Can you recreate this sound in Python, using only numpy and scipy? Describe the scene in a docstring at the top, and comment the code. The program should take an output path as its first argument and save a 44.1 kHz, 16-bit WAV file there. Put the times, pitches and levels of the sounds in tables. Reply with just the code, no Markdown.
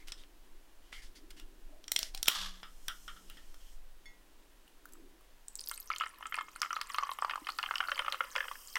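"""A drink can at a table, close by: fingers work the tab until it cracks open and the gas hisses out.
A glass mug is touched and filled: drops spatter on the ice, bubbles ring the air in mug and can, foam hisses.
Tab snaps are ticks and noise puffs driving resonances; glass touches are dying sines, short pings and noise
ticks. Bubbles and drops are mainly dying sines climbing in pitch; gas, foam and finger rubs are shaped noise.
A short echo and a quiet room surround them, in one channel."""
import sys
import numpy as np
from scipy import signal
from scipy.fft import rfft, irfft
from scipy.io import wavfile
from scipy.ndimage import uniform_filter1d

SR = 44100
rng = np.random.default_rng(int(sys.argv[2]) if len(sys.argv) > 2 else 0)


def to_wav(s):
    """Save 16-bit WAV."""
    ch = np.atleast_2d(s).T  # columns
    pcm = np.round(np.clip(ch, -1, 1) * 32767)  # PCM
    wavfile.write(sys.argv[1], SR, pcm.astype(np.int16))


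N = 387198

# Colour of the quiet room: pitch_hz, density_db (per Hz, relative)
ROOM_COLOUR = [(26, -33.5), (45, -3), (96, -24.5), (284, -17.5), (338, -27.5), (401, -16.5), (859, -18.5),
               (1020, -18), (1150, -20.5), (1800, -20.5), (2130, -23.5), (3010, -22.5), (4920, -27),
               (16000, -31)]
# A slow rumble, perhaps the table swaying: time_s, level_db
RUMBLE_LEVEL = [(0.0, -51.5), (0.78, -54.5), (1.1, -45.5), (1.2, -55), (1.39, -44), (2.01, -56),
                (2.05, -43.5), (2.27, -50.5), (2.32, -64), (2.44, -41), (2.57, -51), (3.81, -45.5),
                (4.04, -56.5), (5.77, -58), (6.65, -65), (6.94, -60), (7.24, -61.5), (8.78, -63)]
# Colour of that rumble: pitch_hz, density_db (per Hz, relative)
RUMBLE_COLOUR = [(3, -31), (8, 1.5), (16, 3), (28, -6.5), (40, -12.5), (70, -42.5), (140, -56), (220, -65)]
# A soft low rush that swells as the arms move: time_s, level_db
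RUSTLE_LEVEL = [(0.0, -69.5), (0.9, -75.5), (1.22, -65), (3.03, -79), (3.23, -68.5), (3.79, -81),
                (4.3, -72.5), (4.79, -74.5), (5.04, -61.5), (5.28, -80), (5.79, -80.5), (6.46, -72),
                (7.04, -86), (7.43, -75.5), (8.02, -74.5), (8.78, -82)]
# A faint low tone: time_s, level_db
DRONE_LEVEL = [(2.33, -78), (2.42, -59), (2.8, -82), (3.26, -72), (3.65, -90), (4.11, -80.5), (4.6, -100)]
# Fingers and nail scuff the can: start_s, level_db, length_s, squeak_hz, squeak_db
RUBS = [(0, -68, 0.052, 2150, -62.5), (0.071, -53, 0.047, 3270, -74), (0.173, -62.5, 0.088, 3530, -64),
        (0.81, -76, 0.31, 3100, -75), (0.921, -58.5, 0.11, 2130, -55), (0.933, -74, 0.084, 3050, -58),
        (0.977, -73, 0.065, 1850, -64), (1.02, -59, .08, 3200, -74), (1.152, -58, 0.057, 4740, -66),
        (1.306, -51.5, 0.014, 2970, -78), (1.365, -61, 0.075, 2900, -63), (1.689, -98, 0.21, 626, -66),
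        (1.98, -47.5, 0.14, 633, -65), (2.138, -57, 0.1, 744, -63), (3.268, -67.5, 0.32, 2880, -73),
        (3.6, -70.5, 0.17, 3140, -71)]
# Colour of the scuffs: pitch_hz, density_db (per Hz, relative)
RUB_COLOUR = [(530, -53), (900, -40), (1600, -12), (2080, -10), (2600, -15.5), (2990, -9), (3870, -11.5),
              (4790, -9), (6980, -16.5), (9590, -18), (15000, -30.5)]
# The tab snaps and knocks on the lid; the last three levels are relative to level_db:
# start_s, level_db, ring_hz, treble_db, lid_db, hollow_db
SNAPS = [(0.084, -32, 3000, -7, -33, -24), (0.121, -25, 5230, -25, -14, -29),
         (0.237, -41, 2960, -18, -31, -27), (0.928, -29.5, 2150, -22, -24.5, -20),
         (1.305, -47.5, 2990, 9, -9, -14), (1.398, -39, 2800, -2, -12.5, -22),
         (1.841, -42.5, 5600, -7, -13, -26), (1.88, -34, 5640, -15, -4.5, -22),
         (1.918, -22.5, 5740, 13.5, -5.5, -37), (1.962, -18, 3240, -14, -4, -39),
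         (1.99, -27, 4200, 8.5, -4.5, -45), (2.03, -16, 5440, -21, -20, -42.5),
         (2.148, -24.5, 4300, -2.5, -14.5, -38.5), (2.175, -42.5, 3400, -11, 3.5, -21.5),
         (2.229, -18.5, 5850, 4, -11.5, -39), (2.258, -28.5, 3620, -27.5, -10.5, -22.5),
         (2.271, -30, 5390, -3, -14, -6), (2.28, -14, 5600, -9.5, -22, -35),
         (2.283, -5.5, 2970, 0.5, -18, -29.5), (2.631, -31, 1270, -26, -19, -13.5),
         (2.882, -33.5, 1434, 11.5, 1.5, -3), (3.079, -39, 1350, -20, -8.5, -4.5),
         (3.162, -46, 1360, -9, -30, -8.5), (3.299, -40.5, 2840, 6, -12, -14),
         (3.371, -44.5, 1810, -8, -14, -10.5), (3.543, -43.5, 1410, -3, -17, -25)]
# Resonances of the metal lid: pitch_hz, width_hz, level_db
LID_MODES = [(633, 180, -29), (2270, 1200, 13.5), (3250, 390, 10), (3740, 820, 9.5), (4330, 590, 2),
             (4886, 400, -2), (5600, 449, 7), (7100, 430, -2), (8460, 1100, 3.5), (10820, 7000, -1.5)]
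# Resonances of the air in the can: pitch_hz, width_hz, level_db
HOLLOW_MODES = [(1350, 387, 0), (1960, 440, -4.5), (2290, 110, -18), (3180, 730, 5.5), (3680, 95, -17),
                (5060, 200, -12)]
# Gas rushes out of the cracked seal: time_s, level_db
GAS_LEVEL = [(2.285, -60), (2.3, -43.5), (2.35, -39), (2.44, -41), (2.52, -56.5), (2.6, -63), (2.75, -102)]
# Colour of the gas jet: pitch_hz, density_db (per Hz, relative)
JET_COLOUR = [(290, -59.5), (500, -26.5), (851, -17.5), (1150, -4.5), (1410, -14), (1700, -7.5),
              (1820, -12.5), (2460, -16.5), (3330, -3.5), (3850, -10), (5130, -11.5), (8120, -21.5),
              (8980, -25), (12700, -27.5), (15500, -48)]
# The drink fizzes inside the can: time_s, level_db
SIMMER_LEVEL = [(2.4, -82), (2.6, -71.5), (2.8, -68), (2.9, -62.5), (3.1, -63.5), (3.4, -72), (3.74, -67.5),
                (3.79, -83)]
# Colour of that fizz: pitch_hz, density_db (per Hz, relative)
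SIMMER_COLOUR = [(1180, -44), (2000, -14), (2360, -21), (3060, 3.5), (3860, -11), (4210, 0), (4630, -10),
                 (5090, 2), (5690, 1), (8480, -0.5), (10200, -5), (14700, -5), (15800, -20)]
# A finger ring meets the glass: start_s, level_db
RING_TAPS = [(4.057, -55)]
# The mug is touched and ice shifts in it: start_s, level_db, pitch_hz, tick_db (relative to level_db)
CLINKS = [(4.6784, -48, 2920, -3), (4.8553, -34, 1440, -6.5), (4.889, -51, 1540, 2),
          (4.9232, -57, 6130, 13), (4.9346, -42.5, 7720, 1), (4.954, -45.5, 1260, -12),
          (5.209, -48, 1120, -3), (5.247, -57, 2060, -2)]
# Ringing modes of the glass: pitch_hz, level_db, t60_s
GLASS_MODES = [(2140, 2, 0.3), (1940, -3, 0.48), (3450, -1.5, 0.19), (4450, -6, 0.18), (5389, -6, 0.18),
               (6580, -8, .19), (9150, -9, 0.045), (10630, -9, .05)]
# The stream, small bubbles churning and tiny ones crackling: time_s, churn_db, crackle_db
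POUR_LEVELS = [(5.45, -95, -83), (5.71, -74, -52.5), (6.14, -57, -65), (6.4, -68, -63),
               (6.61, -60.5, -65.5), (6.89, -53.5, -58), (7.04, -49.5, -62), (7.16, -56.5, -58),
               (7.33, -57, -66), (7.55, -61, -61.5), (7.8, -51, -62), (7.95, -49.5, -56.5),
               (8.21, -53, -63), (8.35, -54.5, -62), (8.54, -60.5, -65), (8.78, -70, -53.5)]
# Drops spatter on ice and surface: start_s, level_db, pitch_hz, t60_s
DROPS = [(5.4831, -26.5, 7980, 0.0044), (5.5548, -23, 7840, 0.0035), (5.5624, -36, 7150, 0.005),
         (5.5754, -41, 14200, 0.005), (5.5894, -35, 4900, 0.005), (5.5936, -27, 4800, 0.0054),
         (5.6074, -28, 9100, 0.0046), (5.6127, -30.5, 4970, 0.005), (5.6392, -32, 5970, 0.005),
         (5.6615, -34, 11000, 0.005), (5.674, -28, 4800, 0.0056), (5.688, -19, 14200, 0.0037),
         (5.6956, -24, 4900, 0.0032), (5.7134, -22, 8540, 0.0031), (5.7354, -44, 3950, 0.005),
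         (5.7424, -44, 4880, 0.005), (5.748, -38, 6790, 0.005), (5.7765, -31.5, 8740, 0.0046),
         (5.8017, -28.5, 11700, 0.005), (5.807, -31, 11800, 0.005), (5.8184, -45, 4050, 0.0055),
         (5.8596, -44, 8400, 0.005), (5.875, -38, 5840, 0.0056), (5.902, -35, 4010, 0.005),
         (5.907, -41, 4500, 0.005), (5.962, -25.5, 4200, 0.0032), (5.984, -22.5, 7200, 0.0021),
         (6.001, -41, 4310, 0.005), (6.0731, -40, 8400, 0.0062), (6.2685, -31.5, 7400, 0.0033),
         (6.343, -28, 4200, 0.0035), (6.356, -29, 8640, 0.0028), (6.3663, -34, 4760, 0.005),
         (6.561, -34.5, 9030, 0.0041), (6.6178, -12, 5140, 0.0027), (6.7298, -27.5, 5750, 0.0063),
         (6.7615, -29.5, 4200, 0.005), (6.814, -19.5, 4800, 0.003), (6.8994, -36, 7550, 0.0046),
         (6.9364, -35, 8760, 0.005), (6.9454, -26.5, 4300, 0.0035), (6.9624, -35, 6140, 0.005),
         (6.9845, -24, 4320, 0.0042), (7.034, -33, 5900, 0.0054), (7.1155, -26.5, 3800, 0.0036),
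         (7.1374, -45, 4520, 0.0043), (7.2484, -33, 4600, 0.007), (7.2964, -30.5, 3720, 0.0056),
         (7.3093, -34, 4700, 0.0045), (7.47, -34, 4810, 0.005), (7.4874, -30.5, 4060, 0.0054),
         (7.5026, -28, 4300, 0.0069), (7.5208, -34, 4860, 0.0064), (7.587, -22.5, 4600, 0.0046),
         (7.629, -27, 4100, 0.0047), (7.7558, -25.5, 5100, 0.006), (7.7826, -25.5, 4840, 0.005),
         (7.9169, -30, 3800, 0.0059), (7.958, -35, 4370, 0.005), (7.9924, -32, 9300, 0.0043),
         (8.101, -36, 5280, 0.005), (8.1236, -19, 3900, 0.0042), (8.3044, -40, 4100, 0.005),
         (8.3524, -37, 4760, 0.005), (8.3622, -28, 5230, 0.005), (8.3794, -33, 4800, 0.005),
         (8.684, -38, 4900, 0.0054), (8.7564, -22, 5420, 0.004), (8.7654, -39, 3800, 0.0068)]
# Large bubbles pinched off by the stream; the last column kicks the air in the mug:
# start_s, level_db, pitch_hz, t60_s, kick_db (relative to level_db)
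BUBBLES = [(5.713, -26.5, 1350, 0.01, -18), (5.777, -40, 2560, 0.013, -18),
           (5.902, -22.5, 1280, 0.023, -17.5), (5.915, -25.5, 2260, 0.013, -14),
           (5.936, -27, 2240, 0.012, -22), (5.961, -29, 3050, 0.013, -19), (6, -28, 2880, 0.015, -19),
           (6.009, -23, 1270, 0.028, -13), (6.017, -31.5, 1330, 0.024, -9),
           (6.036, -25.5, 1290, 0.014, -15.5), (6.062, -30, 1230, 0.0089, -13),
           (6.208, -37.5, 1010, 0.024, -19), (6.226, -32.5, 1260, 0.02, -14),
           (6.255, -33.5, 1286, 0.032, -10.5), (6.268, -43, 1280, 0.013, -9),
           (6.323, -25.5, 1360, 0.0089, -16), (6.343, -31, 1990, 0.013, -14),
           (6.343, -18.5, 2490, 0.0063, -22), (6.366, -34.5, 2670, 0.011, -13),
           (6.377, -26.5, 1030, 0.015, -25), (6.386, -21, 1310, 0.02, -17), (6.409, -30, 1160, 0.015, -10),
           (6.483, -36.5, 1150, 0.013, -17), (6.56, -31.5, 1370, 0.015, -24),
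           (6.617, -23, 1380, 0.015, -16), (6.629, -26.5, 1370, 0.028, -9),
           (6.647, -27.5, 1330, 0.021, -22), (6.659, -32.5, 1350, 0.028, -15),
           (6.706, -26, 1360, 0.032, -14.5), (6.729, -27, 1270, 0.029, -16), (6.765, -22, 1270, 0.025, -19),
           (6.789, -33.5, 1170, 0.017, -27), (6.812, -31, 1300, 0.019, -8), (6.9, -33.5, 1190, 0.012, -9.5),
           (6.945, -27.5, 1180, 0.024, -9.5), (6.984, -17, 1196, 0.025, -19),
           (7.009, -35, 1110, 0.045, -28), (7.026, -26.5, 1130, 0.037, -25),
           (7.033, -25.5, 1081, 0.045, -17), (7.069, -32, 1150, 0.023, -20), (7.092, -25, 1085, 0.039, -20),
           (7.116, -29, 1050, 0.04, -17), (7.187, -24, 1140, 0.014, -22), (7.223, -14.5, 1140, 0.014, -27),
           (7.247, -14, 1140, 0.012, -31), (7.281, -34, 1020, 0.037, -20), (7.296, -24, 1400, 0.014, -14.5),
           (7.309, -29.5, 980, 0.012, -7.5), (7.335, -25.5, 1170, 0.018, -18.5),
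           (7.357, -20, 1230, 0.013, -33), (7.377, -31.5, 1040, 0.026, -25), (7.448, -41, 3000, 0.015, -27),
           (7.469, -29.5, 1820, 0.0068, -11.5), (7.489, -27.5, 1265, 0.034, -7.5),
           (7.587, -25.5, 1340, 0.0089, -10), (7.596, -30, 1370, 0.015, -22),
           (7.629, -24.5, 2780, 0.015, -15), (7.637, -23.5, 1260, 0.013, -14.5),
           (7.661, -28.5, 3050, 0.022, -14.5), (7.689, -30, 1570, 0.017, -27),
           (7.71, -13.5, 1290, 0.0085, -24), (7.739, -24, 1370, 0.012, -27),
           (7.757, -19.5, 2860, 0.011, -19), (7.782, -25.5, 3000, 0.013, -25),
           (7.804, -15.5, 1420, 0.015, -17), (7.828, -30, 1310, 0.022, -23), (7.838, -30, 1410, 0.018, -16),
           (7.851, -34, 1400, 0.027, -27), (7.885, -21, 1370, 0.019, -24), (7.894, -26, 1420, 0.024, -25),
           (7.917, -20, 1430, 0.011, -13), (7.958, -31, 3050, 0.011, -19), (7.966, -35, 1030, 0.018, -22),
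           (7.978, -27.5, 2170, 0.0092, -14), (7.992, -20, 3010, 0.015, -11),
           (8.02, -27, 1250, 0.015, -18.5), (8.047, -27, 1260, 0.018, -19), (8.062, -29, 1250, 0.017, -12),
           (8.081, -18.5, 1255, 0.022, -20), (8.091, -38, 1160, 0.018, -21),
           (8.124, -22, 3140, 0.011, -14.5), (8.136, -29, 1230, 0.013, -22), (8.144, -23, 1190, 0.01, -18),
           (8.155, -38, 3000, 0.012, -13), (8.206, -15, 1350, 0.017, -19),
           (8.238, -34.5, 1350, 0.021, -14.5), (8.354, -23, 1190, 0.02, -16), (8.36, -30, 2830, 0.0065, -6),
           (8.361, -22, 1326, 0.02, -12), (8.381, -27, 1720, 0.016, -12), (8.405, -21.5, 1680, 0.022, -15),
           (8.427, -31, 1660, 0.017, -17), (8.441, -34, 1360, 0.015, -13.5), (8.453, -32, 1080, 0.015, -17),
           (8.482, -30, 1420, 0.012, -12), (8.513, -28.5, 1117, 0.027, -14.5),
           (8.555, -35.5, 1660, 0.015, -15.5), (8.756, -18.5, 2020, 0.0098, -18.5),
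           (8.766, -25.5, 1960, 0.018, -11)]
# Resonances of the mug: pitch_hz, width_hz, level_db
MUG_MODES = [(1069, 325, 2.5), (1385, 490, 3), (1405, 54, -11.5), (1730, 310, 0.5), (2130, 340, 0),
             (2496, 430, -1), (3050, 680, 6.5), (3118, 96, -7.5), (4650, 790, -11)]
# The air space in the can grows and its note falls: time_s, pitch_hz
CAN_NOTE = [(5.7, 1340), (6.57, 1238), (7.02, 1100), (7.2, 1020), (7.41, 820), (7.82, 764), (7.93, 575),
            (8.42, 528), (8.78, 466)]
# Kick to the air in the can, against that in the mug: time_s, level_db
CAN_KICK = [(5.7, -6), (7.1, -1), (7.3, -7), (7.7, -17), (8.0, -11), (8.5, -13.5), (8.78, -27)]
# How strongly bubbles ring the glass, fading as the mug fills: time_s, level_db
WALL_LEVEL = [(5.69, -36), (5.9, -34), (6.4, -32), (6.9, -43), (7.6, -67)]
# One low gulp: start_s, level_db, pitch_hz, t60_s
GULPS = [(7.418, -39.5, 300, 0.053)]
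# Hiss of the growing foam: time_s, level_db
FOAM_LEVEL = [(5.6, -88), (6.0, -76), (6.6, -71), (7.2, -68), (7.7, -60), (8.2, -62), (8.5, -56.5),
              (8.78, -55)]
# Colour of that hiss: pitch_hz, density_db (per Hz, relative)
FOAM_COLOUR = [(1470, -35), (2500, -17), (3200, -1), (3560, -51), (4190, -25), (4850, -4), (7650, -10.5),
               (8260, -3.5), (10800, -12), (13000, -6.5), (15800, -9.5)]

ROOM_DB, DRONE_HZ = -66.5, 185
PUSH_DB, OWN_NOTE_DB = -28.5, -5.5  # blunt push under a snap; its lingering note against the hollow rattle
EDGE_DB, EDGE_SCATTER_DB, SPRAY_DB = -17.5, 4.5, -6  # dry edge of a bubble, its random spread; spray of a drop
SWARM_DB, MUG_STIR_DB, CAN_STIR_DB = -3.5, -10.5, -17  # the parts of the churn
ECHO_DB, BAND_LIMIT_HZ = -11.5, 15950


def gain_of(db):
    """Amplitude factor for a level in dB."""
    return 10 ** (np.asarray(db) / 20)


def evened(x):
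    """Scales a sound to rms 1."""
    return x / np.sqrt(np.mean(x ** 2) + 1e-20)


def curve(rows, column=1):
    """Gain at every sample, practically silent (-140 dB) outside the table."""
    rows = np.asarray(rows)
    db = np.interp(np.arange(N) / SR, rows[:, 0], rows[:, column], left=-140, right=-140)
    return gain_of(db)


def add(mix, start_s, sound):
    """Lays a sound into the mix, cut off at the end."""
    part = mix[round(start_s * SR):][:len(sound)]
    part += sound[:len(part)]


def high_pass(x, hz):
    """Weakens what lies under hz steeply."""
    return signal.sosfilt(signal.butter(4, hz, "high", fs=SR, output="sos"), x)


def coloured(x, points):
    """Tilts the spectrum of x along a table, at rms 1."""
    f, db = np.transpose(points)
    hz = np.fft.rfftfreq(len(x), 1 / SR)
    shape = gain_of(np.interp(np.log(hz + 1), np.log(f + 1), db))
    return evened(irfft(rfft(x) * shape, len(x)))


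def resonate(x, hz, width_hz):
    """A steep resonance, fixed or gliding: shifts hz down to zero, smooths twice, shifts back."""
    turn = np.exp(2j * np.pi * np.cumsum(hz * np.ones(len(x))) / SR)
    r = np.exp(-np.pi * width_hz / SR)
    smooth = signal.lfilter([1 - r], [1, -2 * r, r ** 2], x / turn + 1e-18)
    return (turn * smooth).real


def body(x, modes):
    """Fixed steep resonances, each a double pole, summed with alternating sign."""
    out = np.zeros(len(x))
    for k, (hz, width_hz, db) in enumerate(modes):
        pole = np.exp((2j * hz - width_hz) * np.pi / SR)
        ring = signal.lfilter([1 - abs(pole)], [1, -2 * pole, pole ** 2], x + 1e-18).real
        out += (-1) ** k * gain_of(db) * ring
    return out


def ping(hz, t60_s, rise, soft=1.0):
    """A dying sine whose pitch climbs, as a bubble near the surface does; it swells over soft cycles."""
    t = np.arange(round(t60_s * SR)) / SR
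    tone = -np.sin(2 * np.pi * hz * t * (1 + rise * t / t60_s))
    return tone * gain_of(-60 * t / t60_s) * (1 - np.exp(-t * hz / soft))


def burst(t60_s, edge=1, size=2500):
    """A dying puff of noise that rises in a fraction of a millisecond; edge 1 favours the treble."""
    z, t = rng.standard_normal(size + 1), np.arange(size) / SR
    noise = (z[1:] - edge * z[:-1]) / 3
    return noise * gain_of(-60 * t / t60_s) * (1 - np.exp(-t / 0.0001))


def sparse(per_s, spread_db):
    """Random clicks, a few of them large."""
    sizes = gain_of(spread_db * np.minimum(rng.exponential(1, N), 4))
    return sizes * (rng.random(N) < per_s / SR)


def room_tone():
    """The quiet room: coloured noise, slow rumble, a narrow low rush and a faint steady-pitched tone."""
    hush = gain_of(ROOM_DB) * coloured(rng.standard_normal(N), ROOM_COLOUR)
    rumble = coloured(rng.standard_normal(N), RUMBLE_COLOUR)
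    rush = evened(resonate(rng.standard_normal(N), 317, 140))
    drone = np.sqrt(2) * np.sin(2 * np.pi * DRONE_HZ * np.arange(N) / SR)
    return hush + rumble * curve(RUMBLE_LEVEL) + rush * curve(RUSTLE_LEVEL) + drone * curve(DRONE_LEVEL)


def fingers():
    """Dense fine slips under each stroke, with one patch of metal singing along."""
    pressure, squeaks = np.zeros((2, N))
    for s, db, length_s, hz, squeak_db in RUBS:
        stroke = np.sin(np.pi * np.linspace(0, 1, round(length_s * SR)) ** 0.41)
        singing = evened(resonate(rng.standard_normal(len(stroke)), hz, 0.17 * hz))
        add(pressure, s, gain_of(db) * stroke)
        add(squeaks, s, gain_of(squeak_db) * stroke * singing)
    slips = rng.standard_normal(N) * (1.5 + sparse(1200, 3.0))
    return coloured(slips, RUB_COLOUR) * pressure + squeaks


def tab():
    """Each snap is a tick and a short ring that shake the lid and the air in the can."""
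    out, lid, hollow = np.zeros((3, N))
    for s, db, hz, treble_db, lid_db, hollow_db in SNAPS:
        rattle = gain_of(db + hollow_db) * burst(0.18, edge=0, size=10000)
        add(out, s, gain_of(db) * ping(hz, 0.0032, 0.0208, soft=0.067))
        add(out, s, gain_of(db + treble_db) * burst(0.013, 0.6))
        add(out, s, gain_of(OWN_NOTE_DB) * resonate(rattle, hz, 200))
        add(out, s, gain_of(db + PUSH_DB) * ping(1660, 0.0034, 0.0194, soft=0.13))
        add(lid, s, gain_of(db + lid_db) * burst(0.011, 0.81))  # the metal buckles for a moment
        add(hollow, s, rattle)
    can = body(lid, LID_MODES) + 0.5 * body(hollow, HOLLOW_MODES)
    return high_pass(out, 83) + high_pass(can, 336)


def gas():
    """A jet of noise sputtering in level, then a fine fizz."""
    sputter = evened(uniform_filter1d(rng.standard_normal(N), 260))
    jet = coloured(rng.standard_normal(N) * gain_of(2.1 * sputter), JET_COLOUR)
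    simmer = coloured(rng.standard_normal(N), SIMMER_COLOUR)
    return jet * curve(GAS_LEVEL) + simmer * curve(SIMMER_LEVEL)


def glass_ring(modes):
    """Ringing glass: dying sines, one for each mode."""
    t = np.arange(16000) / SR
    return sum(gain_of(db - 60 * t / t60_s) * np.sin(2 * np.pi * hz * t) for hz, db, t60_s in modes)


def mug_touches():
    """One clear ring of the glass, and dull clinks made of a short ping and a noise tick."""
    out = np.zeros(N)
    for s, db in RING_TAPS:
        add(out, s, gain_of(db) * glass_ring(GLASS_MODES))
    for s, db, hz, tick_db in CLINKS:
        add(out, s, gain_of(db) * ping(hz, 0.011, 0.0077))
        add(out, s, gain_of(db + tick_db) * burst(0.025))
    return out


def can_air(kicks):
    """The air space in the can rings at a falling note."""
    return resonate(kicks, np.interp(np.arange(N) / SR, *np.transpose(CAN_NOTE)), 114)


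def drops():
    """Each drop is a very short ping with a spray of noise."""
    out = np.zeros(N)
    for s, db, hz, t60_s in DROPS:
        add(out, s, gain_of(db) * ping(hz, t60_s, 0.039, soft=0.29))
        spray = uniform_filter1d(burst(0.018, edge=0), size=2)
        # the spray lies above about half the drop's pitch
        add(out, s, gain_of(db + SPRAY_DB) * high_pass(spray, min(0.53 * hz, 15000)))
    return out


def large_bubbles():
    """Each bubble pings with a dry edge and kicks the air in mug and can and one glass mode."""
    out, mug, can, wall = np.zeros((4, N))
    scatter = EDGE_SCATTER_DB * rng.standard_normal(len(BUBBLES))
    for (s, db, hz, t60_s, kick_db), scatter_db in zip(BUBBLES, scatter):
        add(out, s, gain_of(db) * ping(hz, t60_s, 0.03, soft=0.45))
        edge = uniform_filter1d(burst(0.024, 0.24), size=3)
        add(out, s, gain_of(db + EDGE_DB + scatter_db) * edge)
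        add(mug, s, gain_of(db + kick_db) * burst(0.025, edge=0))
        add(can, s, gain_of(db + kick_db) * burst(0.051, edge=0))
        add(wall, s, [gain_of(db)])
    glass = signal.oaconvolve(wall * curve(WALL_LEVEL), glass_ring(GLASS_MODES[:1]))[:N]
    return out + body(mug, MUG_MODES) + can_air(can * curve(CAN_KICK)) + glass


def churn():
    """Random swarms of small bubbles heard through the mug, and stirring noise in mug and can."""
    swarm = np.zeros(N)
    for hz in np.geomspace(950, 3600, 14):
        swarm += signal.oaconvolve(sparse(40, 2.5), ping(hz, 28 / hz, 0.12))[:N]
    stir = rng.standard_normal(N) * (0.6 + sparse(430, 9.0))
    mix = gain_of(SWARM_DB) * evened(body(swarm, MUG_MODES))
    mix += gain_of(MUG_STIR_DB) * evened(body(stir, MUG_MODES))
    mix += gain_of(CAN_STIR_DB) * evened(can_air(stir))
    return mix * curve(POUR_LEVELS)


def crackle():
    """Tiny bubbles popping at random, each a high short ping."""
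    pops = np.zeros(N)
    for hz in np.geomspace(3800, 14000, 16):
        pops += signal.oaconvolve(sparse(12, 4.0), ping(hz, 40 / hz, 0.2, soft=1.2))[:N]
    return evened(pops) * curve(POUR_LEVELS, column=2)


def foam():
    """Hiss of foam: coloured noise with random stronger grains."""
    grains = rng.standard_normal(N) * (2.2 + sparse(1500, 1.4))
    return coloured(grains, FOAM_COLOUR) * curve(FOAM_LEVEL)


def gulps():
    """A low gulp: one slow-swelling ping."""
    out = np.zeros(N)
    for s, db, hz, t60_s in GULPS:
        add(out, s, gain_of(db) * ping(hz, t60_s, 0.05, soft=1.3))
    return out


def stream():
    """The pour: drops, bubbles and churn without bass, then crackle, foam and the low gulp."""
    splashing = drops() + large_bubbles() + churn()
    splashing = high_pass(high_pass(splashing, 380), 380)  # keep the bass out of the splashing
    return splashing + crackle() + foam() + gulps()


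def walls(x):
    """Table and near walls answer with a short tail of random taps; the treble lasts a little longer."""
    at = np.arange(60, 9000, 20) + rng.integers(0, 20, 447)
    taps, t = np.zeros(9100), np.arange(9100) / SR
    taps[at] = rng.choice([-1., 1.], 447)
    bright = high_pass(taps, 2500)
    tail = (taps - bright) * gain_of(-60 * t / 0.2) + bright * gain_of(-60 * t / 0.26)
    return signal.oaconvolve(x, tail / np.linalg.norm(tail))[:N]


def scene():
    """The near sounds, their echo and the room."""
    near = fingers() + tab() + gas() + mug_touches() + stream()
    mix = near + gain_of(ECHO_DB) * walls(near) + room_tone()
    return mix[None]


def record(dry):
    """One channel, with a steep limit at the top of the treble."""
    low_pass = signal.firwin(511, BAND_LIMIT_HZ, window=("kaiser", 9), fs=SR)
    return signal.oaconvolve(dry, low_pass[None], "same")


dry = scene()
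out = record(dry)
to_wav(out)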